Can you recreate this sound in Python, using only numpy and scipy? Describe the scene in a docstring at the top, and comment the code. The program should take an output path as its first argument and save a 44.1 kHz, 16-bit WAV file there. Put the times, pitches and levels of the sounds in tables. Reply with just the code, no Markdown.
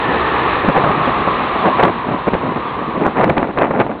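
"""Air and tyres rush, heard through a small camera by a vertical turbine on a balcony above a road.
Two engines hum and fade, and a bird chirps faintly three times. Wind flutters on the microphone
and hits it in rough bumps and sharp slaps, which overload the narrow-band recorder."""
import sys
import numpy as np
from scipy.fft import rfft, irfft, next_fast_len
from scipy.io import wavfile
from scipy.ndimage import map_coordinates

SR = 44100
rng = np.random.default_rng(int(sys.argv[2]) if len(sys.argv) > 2 else 0)


def inscribe(sig):
    """Save sig as 16-bit PCM at rate SR to the path in sys.argv[1].

    A 1-D sig is mono; a 2-D sig holds one channel per row.
    Samples are clipped to [-1, 1] before scaling.
    """
    pcm = np.round(np.clip(np.atleast_2d(sig).T, -1, 1) * 32767)
    wavfile.write(sys.argv[1], SR, pcm.astype(np.int16))


N = 176400

# road noise [t/s, tyre roar level/dB, rush level/dB, roar centre f/Hz]
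ROAD_TRACK = [(0, -28.5, -17.5, 1080), (.55, -24, -16, 1158), (.72, -22.5, -19, 1077),
              (.95, -20.5, -18.5, 1165), (1.4, -21, -18, 1111), (1.78, -20, -20, 1083),
              (1.92, -26.5, -24, 1053), (2.2, -26, -25, 1016), (2.7, -26, -26, 1090),
              (3.1, -29.5, -27.5, 1116), (3.45, -49, -32, 1055), (4, -42.5, -37, 1051)]
# traffic and air rush spectrum [f/Hz, relative density/dB]
RUSH_SPECTRUM = [(25, -20.5), (60, -10.5), (130, -5.5), (250, -10), (420, -1.5), (620, -6), (830, 0.5),
                 (1250, -1.5), (1450, -7.5), (1650, -8), (1900, -7), (2150, -10.5), (2600, -11.5),
                 (3200, -17.5), (3900, -19.5)]
# far traffic spectrum [f/Hz, relative density/dB]
RUMBLE_SPECTRUM = [(25, -22), (45, -3.5), (65, 3), (100, -6), (200, -24)]
# first engine's fade [t/s, level/dB]
ENGINE_FADE = [(0, -1), (.55, -0.5), (.8, -9), (1.4, -13), (2, -31.5), (4, -30)]
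# its harmonics [order, relative level/dB]
ENGINE_ORDERS = [(1, -45.5), (2, -34), (4, -36), (5, -37), (6, -36.5), (7, -37.5)]
# its exhaust and whine [f/Hz, width/Hz, relative level/dB]
ENGINE_NOISE_BANDS = [(413.2, 210, -26), (1780, 200, -27)]
# second engine's note [t/s, f/Hz, level/dB]
DRONE_TRACK = [(0, 69.6, -36), (.3, 70.5, -38), (.6, 67.6, -43.5), (1, 61.6, -43.5), (1.6, 60, -46),
               (2.2, 60.3, -61.5)]
# light wind between bumps [t/s, level/dB]
BREEZE_TRACK = [(0, -33), (.55, -39), (.8, -22), (1.25, -25.5), (1.5, -30.5), (2, -33), (2.25, -34.5),
                (2.7, -30), (2.95, -29), (3.3, -24.5), (3.53, -32.5), (3.75, -26.5), (4, -33)]
# wind bumps on the microphone [centre t/s, length/s, thump level/dB, buffet level/dB]
WIND_BUMPS = [(0.124, 0.088, -21.5, -22), (0.653, 0.022, -18, -27), (0.693, 0.018, -10, -15.5),
              (0.772, 0.022, -17, -13), (0.846, 0.012, -20.5, -11), (0.903, 0.027, -24.5, -14.5),
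              (1.083, 0.018, -21.5, -16), (1.28, 0.012, -21, -17.5), (1.415, .012, -24, -23.5),
              (1.562, 0.007, -18.5, -15), (1.669, 0.042, -15.5, -11.5), (1.804, 0.026, -15, -10),
              (1.833, 0.0088, -19, -3.5), (1.852, .014, -12.5, -8.5), (1.885, 0.025, -14.5, -14),
              (2.098, 0.044, -20, -23), (2.136, 0.035, -18, -18.5), (2.281, 0.013, -13, -13.5),
              (2.343, 0.031, -17, -19), (2.412, 0.011, -26.5, -24), (2.467, 0.065, -20, -22.5),
              (2.521, 0.011, -19, -22.5), (2.574, 0.022, -21, -22), (2.719, 0.014, -24, -28),
              (2.808, 0.03, -24.5, -22), (2.884, 0.021, -21, -33.5), (2.971, 0.03, -25, -24),
              (3.022, 0.02, -16.5, -15), (3.064, 0.03, -21.5, -13.5), (3.195, 0.044, -21.5, -13),
              (3.232, 0.032, -20, -11.5), (3.289, 0.054, -15.5, -17), (3.385, 0.022, -18.5, -13.5),
              (3.435, 0.04, -21.5, -18.5), (3.5, .02, -22.5, -21.5), (3.595, 0.029, -21.5, -13.5),
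              (3.623, 0.018, -26.5, -10.5), (3.657, 0.04, -21, -16.5), (3.712, 0.0078, -19, -14),
              (3.755, 0.03, -22, -16.5), (3.808, 0.025, -16.5, -8.5), (3.86, 0.021, -24.5, -23),
              (3.907, 0.031, -23, -24)]
# low wind thump spectrum [f/Hz, relative density/dB]
THUMP_SPECTRUM = [(25, -35), (60, -17), (95, -6.5), (140, 0), (230, 3), (320, 2), (480, -7), (900, -25.5),
                  (2000, -50.5)]
# rough wind buffet spectrum [f/Hz, relative density/dB]
BUFFET_SPECTRUM = [(25, -28.5), (60, -34), (120, -11), (220, -8.5), (400, -1.5), (700, -0.5), (1100, -6),
                   (1500, -14.5), (2200, -27.5), (3900, -47.5)]
# wind crackle spectrum [f/Hz, relative density/dB]
CRACKLE_SPECTRUM = [(150, -21.5), (600, 5.5), (1100, 1), (1450, 3.5), (1850, 3.5), (2600, -5),
                    (3900, -28.5)]
# air slaps [centre t/s, nominal peak level/dB, pressure swing f/Hz]
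AIR_SLAPS = [(0.688, 5, 560), (0.6942, -10.5, 350), (0.776, 0, 700), (.841, -2.5, 750), (.8435, -3.5, 1083),
             (.916, -8.5, 800), (1.074, -3, 650), (1.8316, 5, 750), (1.8337, 2, 600), (1.851, -4.5, 800),
             (2.2712, -5, 548), (2.2833, -1.5, 450), (2.3364, -2.5, 415), (2.3422, -7, 1790),
             (2.3524, -2.5, 419), (2.561, -7.5, 379), (2.979, -7, 400), (3.0661, 4, 500),
             (3.2365, 0.5, 550), (3.2426, -6, 1687), (3.2442, 4.5, 620), (3.2976, 0.9, 485),
             (3.3765, -2, 700), (3.380, -0.5, 793), (3.3815, -6, 2170), (3.398, -6, 600), (3.42, -11, 750),
             (3.586, -4.5, 850), (3.588, -6.5, 2166), (3.617, -2.5, 750), (3.710, -1, 600),
             (3.866, -7, 650)]
# bird chirps [start t/s, level/dB]
BIRD_CHIRPS = [(1.015, -37.5), (1.58, -37), (2.647, -40)]


def amp(db):
    """Decibels to gain."""
    return 10 ** (np.asarray(db) / 20)


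def unit(x):
    """Scale to rms 1."""
    return x / np.sqrt(np.mean(x ** 2) + 1e-20)


def curves(rows):
    """One per-sample curve for each column after t/s."""
    t_s, *columns = np.transpose(rows)
    return [np.interp(np.arange(N) / SR, t_s, column) for column in columns]


def wobble(rate_hz):
    """Smooth random curve, rate_hz knots a second."""
    return map_coordinates(rng.standard_normal(8192), [np.arange(N) * rate_hz / SR], mode="wrap")


def filtered(x, response):
    """Apply the gain response(f/Hz)."""
    n_fft = next_fast_len(N + 8192)
    return irfft(rfft(x, n_fft) * response(np.fft.rfftfreq(n_fft, 1 / SR)), n_fft)[:N]


def noise(spectrum, envelope=1):
    """White noise times envelope, shaped to spectrum; rms 1."""
    f_hz, db = np.transpose(spectrum)
    white = rng.standard_normal(N) * envelope
    return unit(filtered(white, lambda hz: amp(np.interp(np.log(hz + 1), np.log(f_hz), db))))


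def phase_rad(hz):
    """Running phase of a fixed or moving frequency."""
    return 2 * np.pi * np.cumsum(hz * np.ones(N)) / SR


def noise_band(centre_hz, width_hz):
    """Narrow noise about a fixed or moving centre; rms 1."""
    phase = phase_rad(centre_hz)
    lowpass = lambda hz: 1 / np.sqrt(1 + (2 * hz / width_hz) ** 6)
    in_phase = filtered(rng.standard_normal(N), lowpass)
    quadrature = filtered(rng.standard_normal(N), lowpass)
    return unit(in_phase * np.cos(phase) + quadrature * np.sin(phase))


def soft_clip(x, limit):
    """Round peaks off below limit."""
    return x / (1 + np.abs(x / limit) ** 6) ** (1 / 6)


def road(roar_width_hz=220, wander_hz=30, rumble_db=-41):
    """Tyres roar in one wandering band over a rush of traffic and air and a steady far rumble."""
    roar_db, rush_db, centre_hz = curves(ROAD_TRACK)
    roar_gain = amp(roar_db + 1.3 * wobble(26))
    roar = roar_gain * noise_band(centre_hz + wander_hz * wobble(9), roar_width_hz)
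    rush = amp(rush_db + 0.15 * wobble(15)) * noise(RUSH_SPECTRUM)
    return roar + rush + amp(rumble_db) * noise(RUMBLE_SPECTRUM)


def engine(fundamental_hz=61.7):
    """A vehicle's slightly unsteady hum, exhaust and whine fade together."""
    level_db, = curves(ENGINE_FADE)
    phase = phase_rad(fundamental_hz * (1 + .008 * wobble(4.9)))
    hum = sum(amp(db + 0.7 * wobble(7.1)) * unit(np.sin(order * phase)) for order, db in ENGINE_ORDERS)
    bands = sum(amp(db) * noise_band(hz, width_hz) for hz, width_hz, db in ENGINE_NOISE_BANDS)
    return amp(level_db) * (hum + bands)


def engine_drone():
    """A second engine's low, clean note sinks and fades."""
    hz, level_db = curves(DRONE_TRACK)
    return amp(level_db + wobble(5.1)) * unit(np.sin(phase_rad(hz)))


def wind_flutter(bump_steepness=2.25, strong_bump_db=-12, strong_crackle_db=-20):
    """Eddies strike the microphone in spurts: soft bumps thump, hard ones also crackle."""
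    t_s = np.arange(N) / SR
    breeze_power = amp(curves(BREEZE_TRACK)[0] + 1.7 * wobble(24)) ** 2
    thump_power, buffet_power = amp(0.5) ** 2 * breeze_power, breeze_power.copy()
    for centre_s, length_s, thump_db, buffet_db in WIND_BUMPS:
        swell = .5 ** (np.abs(2 * (t_s - centre_s) / length_s) ** bump_steepness)
        thump_power += amp(thump_db) ** 2 * swell
        buffet_power += amp(buffet_db) ** 2 * swell
    force = np.sqrt(buffet_power)
    eddies = wobble(330)
    thump = np.sqrt(thump_power) * noise(THUMP_SPECTRUM)
    buffet = force * noise(BUFFET_SPECTRUM, envelope=amp(3.0 * eddies))
    crackle_gain = amp(strong_crackle_db) * (force / amp(strong_bump_db)) ** 1.44
    crackle = crackle_gain * noise(CRACKLE_SPECTRUM, envelope=amp(5.5 * eddies))
    return thump + buffet + crackle


def with_slaps(flutter, half_length_cycles=0.42, grit_gain=0.19):
    """Eddies burst on the microphone port: each sudden suction briefly displaces the flutter."""
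    out = flutter.copy()
    offsets = np.arange(-256, 256)
    t_s = offsets / SR
    grit = grit_gain * noise(CRACKLE_SPECTRUM)
    for centre_s, db, hz in AIR_SLAPS:
        at = round(centre_s * SR) + offsets
        burst = np.exp(-(t_s * hz / half_length_cycles) ** 2)
        swing = -np.cos(2 * np.pi * hz * t_s) + grit[at]
        out[at] = (1 - burst) * out[at] + burst * amp(db) * swing
    return out


def bird(chirp_s=.095, start_hz=3700, end_hz=3090):
    """Thin, slightly hoarse whistles slide down and level off."""
    out, n = np.zeros(N), int(chirp_s * SR)
    progress = np.linspace(0, 1, n)
    hz = end_hz + (start_hz - end_hz) * (1 - progress) ** 1.5
    chirp = np.exp(2j * np.pi * np.cumsum(hz) / SR) * np.sin(np.pi * progress ** .7)
    for start_s, db in BIRD_CHIRPS:
        jitter_rad = .5 * wobble(240)[:n]
        out[round(start_s * SR):][:n] += amp(db) * np.real(chirp * np.exp(1j * jitter_rad))
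    return out * amp(1.2 * wobble(120))


def scene():
    """Mono sum at the microphone."""
    wind = with_slaps(soft_clip(wind_flutter(), limit=.76))
    return (wind + road() + engine() + engine_drone() + bird())[None]


def record(dry, sampling_hz=7875, smoothing_hz=3986, stop_hz=5000, top_hz=15800):
    """Overload rounds the peaks; a low sampling rate cuts the treble and mirrors the band's top."""
    x = soft_clip(dry[0], limit=.95)
    x = filtered(x, lambda hz: hz < sampling_hz / 2)
    x = x * (1 + 2 * np.cos(2 * np.pi * sampling_hz * np.arange(N) / SR))  # mirror images
    x = filtered(x, lambda hz: (hz < stop_hz) / np.sqrt(1 + (hz / smoothing_hz) ** 36))
    x = np.clip(x, -.88, None)  # deepest troughs clip with a tick
    return filtered(x, lambda hz: hz < top_hz)[None]


dry = scene()
out = record(dry)
inscribe(out)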